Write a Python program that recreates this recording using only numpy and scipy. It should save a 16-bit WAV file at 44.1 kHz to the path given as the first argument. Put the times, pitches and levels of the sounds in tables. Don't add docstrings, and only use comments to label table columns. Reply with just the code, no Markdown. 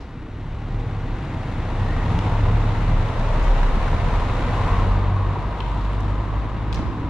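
import sys
import numpy as np
from scipy import signal
from scipy.fft import rfft, irfft, next_fast_len
from scipy.io import wavfile
from scipy.ndimage import uniform_filter1d

SR = 44100
rng = np.random.default_rng(int(sys.argv[2]) if len(sys.argv) > 2 else 0)


def wrap_up_sound(samples):
    columns = np.atleast_2d(samples).T
    tamed = np.clip(columns, -1, 1)
    steps = np.round(tamed * 32767).astype(np.int16)
    wavfile.write(sys.argv[1], SR, steps)


N = 312669


def from_db(db):
    return 10 ** (np.asarray(db) / 20)


def rms_one(x):
    return x / np.sqrt(np.mean(x ** 2) + 1e-20)


def in_time(rows):
    times, *columns = np.transpose(rows)
    return [np.interp(np.arange(N) / SR, times, column) for column in columns]


def at_hz(points, hz, beyond=None):
    f, value = np.transpose(points)
    return np.interp(np.log(hz + 1e-3), np.log(f), value, beyond, beyond)


def drift(rate):
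    knots = rng.standard_normal(8000)
    return rms_one(np.interp(np.arange(N) / SR * rate, np.arange(len(knots)), knots))


def ramp(start_s, end_s):
    return np.clip((np.arange(N) / SR - start_s) / (end_s - start_s), 0, 1)


def swell(at_s, lasts_s):
    return np.exp(-((np.arange(N) / SR - at_s) / lasts_s) ** 2)


def pan(db):
    return from_db(np.array([[.5], [-.5]]) * db)


# f/Hz, left-right/dB
EAR_BALANCE = [(150, 0), (400, 0), (650, 1.4), (1600, 2), (2600, 4), (4200, 1.5), (7000, -1)]
# f/Hz, width/dB
STEREO_WIDTH = [(60, -33), (150, -46), (250, -20.5), (500, -16.5), (1000, -10.5), (2000, -8.5), (4000, -5),
                (8000, 0)]
# t/s, share out of the gate/0-1, extra width/dB
CAR_PATH = [(0, 0.09, -7), (1.8, 0, -0.5), (2.8, 0.19, 1.5), (3.6, 0.14, 2), (4.7, 0.14, 0.5),
            (5.05, 1, -0.5), (7.09, 0.94, 0)]
def stereo_noise(spectrum):
    size = next_fast_len(N, real=True)
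    hz = np.arange(size // 2 + 1) * SR / size
    mid, side = rfft(rng.standard_normal((2, size))) * from_db(at_hz(spectrum, hz, -120))
    centre = irfft(mid * pan(at_hz(EAR_BALANCE, hz)), size)[:, :N]
    wide = irfft(side * from_db(at_hz(STEREO_WIDTH, hz)), size)[:N] * from_db(in_time(CAR_PATH)[1])
    return (centre + wide * [[1], [-1]]) / np.std(centre.mean(axis=0))


def narrow_noise(hz, width_hz, wander):
    phase = 2 * np.pi * np.cumsum(hz * (1 + wander * drift(6))) / SR
    band = drift(width_hz) * np.cos(phase) + drift(width_hz) * np.sin(phase)
    return band * pan(at_hz(EAR_BALANCE, hz))


def bursts(rows, decay_s):
    out = np.zeros((2, N + SR))
    t = np.arange(SR // 4) / SR
    shape = np.exp(-t / decay_s) * np.minimum(t / .0005, 1) + 1e-18
    for start_s, db, hz, octaves, pan_db in rows:
        mid, side = rng.standard_normal((2, len(t))) * shape
        noise = mid + side * [[1], [-1]] * from_db(at_hz(STEREO_WIDTH, hz))
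        edges_hz = [hz * 2 ** (-octaves / 2), min(hz * 2 ** (octaves / 2), .45 * SR)]
        band = signal.butter(2, edges_hz, "band", fs=SR, output="sos")
        burst = rms_one(signal.sosfilt(band, noise)) * np.sqrt(np.mean(shape ** 2))
        at = int(start_s * SR)
        out[:, at:at + len(t)] += from_db(db) * pan(pan_db) * burst
    return out[:, :N]


def patter(knocks, decay_s, smooth_share):
    energy = signal.lfilter([1], [1, -np.exp(-2 / (decay_s * SR))], knocks ** 2 + 1e-18)
    energy = uniform_filter1d(uniform_filter1d(energy, size=48), size=48)
    return np.sqrt(smooth_share + (1 - smooth_share) * energy / energy.mean())


def microphone_hiss(level_db):
    return from_db(level_db) * rng.standard_normal((2, N))


# f/Hz, level/dB
WIND_COLOUR = [(12, -9), (30, 0), (60, -3), (100, -10), (180, -23), (400, -50)]
def draught(still_db, walking_db, gust_db):
    hz = np.arange(N // 2 + 1) * SR / N
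    swirls = irfft(rfft(rng.standard_normal((2, N))) * from_db(at_hz(WIND_COLOUR, hz, -120)), N)
    puff_db = 3 * swell(at_s=6.8, lasts_s=.096)
    level_db = still_db + (walking_db - still_db) * ramp(1.8, 3.6) + puff_db
    return from_db(level_db) * rms_one(from_db(gust_db * drift(9)) * swirls)


def vault_echo(x, cutoff_hz, fade_s=.6):
    t = np.arange(SR) / SR
    tail = rng.standard_normal((2, SR)) * from_db(-60 * t / fade_s) * np.minimum(t / .017, 1)
    tail = signal.sosfilt(signal.butter(2, cutoff_hz, fs=SR, output="sos"), tail)
    return signal.fftconvolve(x, rms_one(tail) / np.sqrt(SR), axes=1)[:, :N]


# t/s, level/dB, f/Hz, band/octaves, left-right/dB
GRIT_CRACKS = [(2.189, -26.5, 3100, .9, 2), (3.195, -46, 5800, .75, 0), (5.6041, -24.5, 3000, .55, 3),
               (5.746, -54, 7600, .8, 0), (5.931, -53, 8600, .4, 0), (6.0045, -43.5, 6200, .7, 0),
               (6.727, -24.5, 3200, .8, 3), (6.7325, -36, 4100, 1.1, 1), (6.7442, -29, 3900, 1.1, -1),
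               (6.7488, -32, 3500, 1, 2), (6.758, -36, 5100, 0.45, 1), (6.774, -32, 2100, .5, 0),
               (6.792, -42, 4000, .8, 0)]
SOLE_SCUFFS = [(.005, -55.5, 4170, 0.76, 0), (3.425, -50, 5600, 0.7, 0), (6.745, -54, 4500, .9, 0)]
HEEL_STRIKE = [(6.79, -27, 600, 1.5, 0), (6.793, -23, 265, .6, 0)]
def footsteps(echo_db):
    steps = bursts(GRIT_CRACKS, decay_s=.0021)
    steps += bursts(SOLE_SCUFFS, decay_s=.033)
    steps += bursts(HEEL_STRIKE, decay_s=.0066)
    return steps + from_db(echo_db) * vault_echo(steps, cutoff_hz=9000)


# f/Hz, level/dB
CRUNCH_COLOUR = [(1800, -3), (2800, 3), (3800, 1.5), (5000, -10.5), (7000, -15), (10000, -27.5),
                 (14000, -39)]
def sole_grinding(level_db, grains_per_s, spread_db):
    crushed = rng.random(N) < grains_per_s / SR
    grains = crushed * from_db(spread_db * np.clip(rng.standard_normal(N), -2, 2))
    crunch = stereo_noise(CRUNCH_COLOUR) * patter(grains, decay_s=.003, smooth_share=.4)
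    return from_db(level_db) * swell(at_s=5.82, lasts_s=.39) * crunch


# f/Hz, level/dB
BOOM_COLOUR = [(15, -28), (24, -11), (29, -5), (33, 3), (37, -7), (44, -10), (52, -21), (110, -50)]
# t/s, level/dB
BOOM_LEVEL = [(0, -42.5), (1.05, -35), (1.15, -25.5), (1.35, -38), (1.65, -33), (2, -25), (2.15, -28),
              (2.38, -29), (2.47, -21), (2.72, -25), (2.85, -20), (3.02, -19), (3.11, -35), (3.2, -21.5),
              (3.57, -15.5), (3.85, -21), (4.12, -21.5), (4.4, -26), (4.82, -24), (5.3, -41), (7.09, -39)]
def vault_boom():
    boom = stereo_noise(BOOM_COLOUR)
    loudness = np.abs(signal.hilbert(boom.mean(axis=0), next_fast_len(N)))[:N]
    evened = boom / np.hypot(loudness, .5)
    return from_db(in_time(BOOM_LEVEL)[0]) * rms_one(evened)


# t/s, length/s, f/Hz, band/Hz, level/dB
NARROW_SWELLS = [(.8, .22, 800, 45, -47), (.95, .25, 470, 90, -46), (1.28, .15, 330, 80, -43),
                 (2.12, .09, 880, 150, -36), (2.15, .08, 172, 30, -30), (2.34, .04, 940, 180, -37),
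                 (2.5, .05, 172, 20, -29), (2.88, .09, 146, 20, -32), (2.92, .14, 83, 8, -29),
                 (3.33, .15, 600, 170, -36), (3.5, .15, 40, 4, -22), (4.12, .05, 970, 190, -35),
                 (4.58, .045, 1010, 180, -31.5), (4.72, .07, 1050, 280, -30.5), (4.8, .14, 43, 4, -20),
                 (4.92, .08, 190, 15, -32), (5.2, .09, 1075, 130, -35.5), (5.73, .09, 950, 150, -37)]
def narrow_swells():
    out = np.zeros((2, N))
    for at_s, lasts_s, hz, width_hz, db in NARROW_SWELLS:
        bump = swell(at_s, lasts_s)
        band = narrow_noise(hz, width_hz, wander=.01)
        band_rms = np.sqrt(np.average(band.mean(axis=0) ** 2, weights=bump ** 2))
        out += from_db(db) * bump * band / band_rms
    return out


def bonnet_whistle(start_s, end_s, low_hz, high_hz, level_db):
    peak = ((start_s + end_s) / 2, (low_hz + high_hz) / 2, 1)
    hz, power = in_time([(start_s, low_hz, 0), peak, (end_s, high_hz, 0)])
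    phase = 2 * np.pi * np.cumsum(hz * (1 + .006 * drift(40))) / SR
    return from_db(level_db) * np.sqrt(power) * drift(500) * np.sin(phase)


# t/s, level/dB
RUSH_LEVEL = [(0, -45), (1.5, -41), (6.0, -48.5), (6.35, -41), (6.7, -41), (6.85, -36), (7.09, -33.5)]
def muffler_rush(hz, width_hz):
    band = signal.butter(2, [hz - width_hz / 2, hz + width_hz / 2], "band", fs=SR, output="sos")
    return from_db(in_time(RUSH_LEVEL)[0]) * rms_one(signal.sosfilt(band, rng.standard_normal(N)))


# t/s, firing rate/Hz
ENGINE_SPEED = [(0.25, 32), (0.62, 36.9), (0.82, 36.5), (1.3, 31.6), (1.75, 32.3), (2.4, 34.8),
                (2.78, 35.8), (3.02, 37.6), (3.2, 37.8), (3.45, 40.2), (4.0, 43), (4.6, 46.5), (5.4, 48.8),
                (6.0, 49.9), (6.35, 50.9), (6.6, 53.2), (7.09, 55.2)]
def firing_rate():
    return in_time(ENGINE_SPEED)[0]


# t/s, level/dB
THROB_LEVEL = [(0, -34), (.6, -31), (.83, -23), (1.03, -34), (1.6, -32), (2.5, -24), (3.1, -30), (3.8, -27),
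               (4.1, -22), (4.35, -29), (5.1, -20), (5.19, -27), (5.27, -18), (5.37, -34), (5.45, -20.5),
               (5.57, -26), (5.7, -20.5), (5.82, -20.5), (6.13, -16.5), (6.28, -25), (6.36, -22.5),
               (6.54, -28), (6.72, -23), (6.98, -33), (7.09, -24)]
DRONE_LEVEL = [(0, -49), (.4, -31), (.58, -30), (.85, -24), (1.02, -25.5), (1.15, -35), (1.65, -32),
               (1.9, -23.5), (2.3, -20.5), (2.55, -18), (2.7, -19), (2.8, -22), (2.92, -18.5), (3.35, -25),
               (3.8, -30), (4.0, -21), (4.35, -31), (4.7, -23.5), (5.0, -19.5), (5.28, -20.5), (5.5, -38),
               (5.62, -30), (5.7, -35), (5.95, -25.5), (6.2, -26.5), (6.45, -34), (6.75, -25), (7.0, -34)]
OVERTONES = [2, 5 / 2, 3, 4, 5]
OVERTONE_DB = [0.5, -11, 0, -2, -6.5]
# f/Hz, level/dB
RESONANCES = [(62, -12), (69, -8), (76, -11), (86, -0.5), (97, 1.5), (107, -0.5), (120, -6), (132, -23),
              (178, -16), (210, -18.5), (250, -17.5), (330, -24)]
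def exhaust(firing_hz, drone_rough, throb_rough):
    phase = 2 * np.pi * np.cumsum(firing_hz) / SR
    throb = from_db(in_time(THROB_LEVEL)[0]) * np.cos(phase + throb_rough * drift(16))
    throb *= 1 + throb_rough * drift(20)
    drone_db = in_time(DRONE_LEVEL)[0]
    drone = np.zeros(N)
    for multiple, db in zip(OVERTONES, OVERTONE_DB):
        gain = from_db(drone_db + db + at_hz(RESONANCES, multiple * firing_hz))
        tone = np.cos(multiple * phase + drone_rough * drift(13))
        drone += gain * tone * (1 + drone_rough * drift(18))
    return throb + drone


# t/s, f/Hz, level/dB
SQUEAL_NOTE = [(1.87, 1790, -100), (1.885, 1800, -38.5), (1.92, 1860, -34), (1.95, 1920, -45),
               (2.02, 1890, -40), (2.06, 1880, -56), (2.1, 1880, -100)]
def tyre_squeal(wander):
    hz, db = in_time(SQUEAL_NOTE)
    phase = 2 * np.pi * np.cumsum(hz * (1 + wander * drift(300))) / SR
    return from_db(db) * (1 + drift(120) / 2) * np.sin(phase) * pan(at_hz(EAR_BALANCE, hz))


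# t/s, level/dB, f/Hz, band/octaves, left-right/dB
RAISED_STONES = [(2.108, -22.5, 180, .8, 0), (2.497, -23.5, 170, .8, 0), (2.648, -24.5, 160, .8, 0),
                 (2.812, -24.5, 160, .8, 0), (2.893, -22.5, 155, .8, 0), (3.768, -21.5, 185, .9, 0),
                 (3.878, -26, 1100, 1.2, 1), (3.93, -24, 380, .6, 0), (4.12, -24, 185, .9, 0),
                 (4.395, -22.5, 200, 1.1, 0), (5.356, -23.5, 960, .35, 1), (5.366, -26, 380, .7, 0)]
def wheel_knocks():
    return bursts(RAISED_STONES, decay_s=.008)


# delay/s, level/dB
WALL_ECHOES = [(.004, -30.5), (.0065, -22), (.0087, -17.5), (0.0131, -37)]
def near_walls(x, path_change):
    samples = np.arange(N)
    out, power = x.copy(), 1
    for delay_s, db in WALL_ECHOES:
        earlier = samples - delay_s * SR * (1 + path_change * drift(.8))
        out += from_db(db) * np.array([np.interp(earlier, samples, ear) for ear in x])
        power += from_db(db) ** 2
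    return out / np.sqrt(power)


def stone_joints(stones_per_s, uneven, spread_db):
    stones_passed = np.cumsum(stones_per_s) / SR
    knocks = np.zeros(N)
    for wheel in rng.standard_normal((4, 800, 2)):
        lengths = np.exp(uneven * wheel[:, 0])
        at = np.searchsorted(stones_passed, np.cumsum(lengths))
        knocks[at[at < N]] += from_db(spread_db * np.minimum(wheel[at < N, 1], 2))
    return knocks


# f/Hz, level/dB
BODY_THUD = [(35, -29), (60, 5), (82, 0), (125, -1), (175, -4), (215, -10), (255, -9), (330, -16),
             (400, -16), (520, -36)]
TREAD_INSIDE = [(280, -47), (390, -0.5), (480, 3.5), (580, 1), (700, 2), (820, 2), (960, 2), (1150, -1),
                (1400, -6.5), (1750, -33)]
TREAD_OUTSIDE = [(280, -1.5), (390, -2.5), (470, -2), (570, -3), (720, -3), (840, -3), (950, 2), (1090, -3),
                 (1230, -2.5), (1400, -12.5), (1750, -18)]
GRIT_HISS = [(1100, -7.5), (1450, 1.5), (1700, -0.5), (1950, 0.5), (2400, -5), (2750, -5.5), (3200, -9.5),
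             (3750, -9.5), (4400, -16), (5500, -27.5)]
GRIT_SIZZLE = [(3800, -4), (4900, -2), (5500, 1.5), (6200, -1), (7200, -3), (8100, -9.5), (9300, -8.5),
               (10300, -15.5), (12500, -23), (15000, -32)]
# t/s, roar level/dB, thud level/dB
TYRE_LEVELS = [(0.25, -46, -35), (.9, -40.5, -31.5), (1.6, -36, -27.5), (2.12, -32, -23), (3, -32.5, -28),
               (3.35, -31, -26.5), (4.42, -30.5, -26), (4.58, -29.5, -24), (4.8, -29, -25),
               (5.15, -33, -29.5), (6.3, -35.5, -29.5), (7.09, -37, -29)]
# t/s, f/Hz, level against the roar/dB
RING_NOTE = [(.8, 788, -29), (2.2, 895, -10), (3.8, 991, -10), (4.7, 1055, -14), (5.4, 1025, -12.5),
             (7.09, 1001, -7)]
def tyres(firing_hz, stones_per_firing, left_lag_s):
    knocks = stone_joints(stones_per_firing * firing_hz, uneven=.2, spread_db=2.5)
    outside = in_time(CAR_PATH)[0]
    roar_db, thud_db = in_time(TYRE_LEVELS)
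    hiss_db = -11.5 + .84 * roar_db - 4 * outside
    ring_hz, ring_db = in_time(RING_NOTE)
    tread = np.sqrt(1 - outside) * stereo_noise(TREAD_INSIDE)
    tread += np.sqrt(outside) * stereo_noise(TREAD_OUTSIDE)
    tread += from_db(ring_db) * narrow_noise(ring_hz, width_hz=150, wander=.035)
    grit = stereo_noise(GRIT_HISS) + from_db(-18.5 - 2.3 * outside) * stereo_noise(GRIT_SIZZLE)
    thud = from_db(thud_db) * stereo_noise(BODY_THUD) * patter(knocks, decay_s=.012, smooth_share=.8)
    roar = from_db(roar_db) * tread * patter(knocks, decay_s=.0064, smooth_share=.76)
    hiss = from_db(hiss_db) * grit * patter(knocks, decay_s=.0093, smooth_share=.59)
    left, right = near_walls(thud + roar + hiss, path_change=.0582)
    return np.array([np.roll(left, round(left_lag_s * SR)), right])


def scene():
    firing_hz = firing_rate()
    car = tyres(firing_hz, stones_per_firing=1.5, left_lag_s=2.8e-5)
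    swells = narrow_swells()
    car += wheel_knocks() + tyre_squeal(wander=.023)
    car += exhaust(firing_hz, drone_rough=.1, throb_rough=.16) + muffler_rush(hz=283.5, width_hz=92)
    car += bonnet_whistle(start_s=3.3, end_s=4.1, low_hz=10200, high_hz=12950, level_db=-76)
    walker = footsteps(echo_db=-8) + sole_grinding(level_db=-52, grains_per_s=150, spread_db=3)
    hiss = microphone_hiss(level_db=-83)
    return car + swells + walker + vault_boom() + draught(still_db=-55, walking_db=-38, gust_db=3) + hiss


def record(dry):
    treble_cut = signal.cheby2(12, 70, 15500, fs=SR, output="sos")
    return signal.sosfilt(treble_cut, dry * ramp(0, .003))


dry = scene()
out = record(dry)
wrap_up_sound(out)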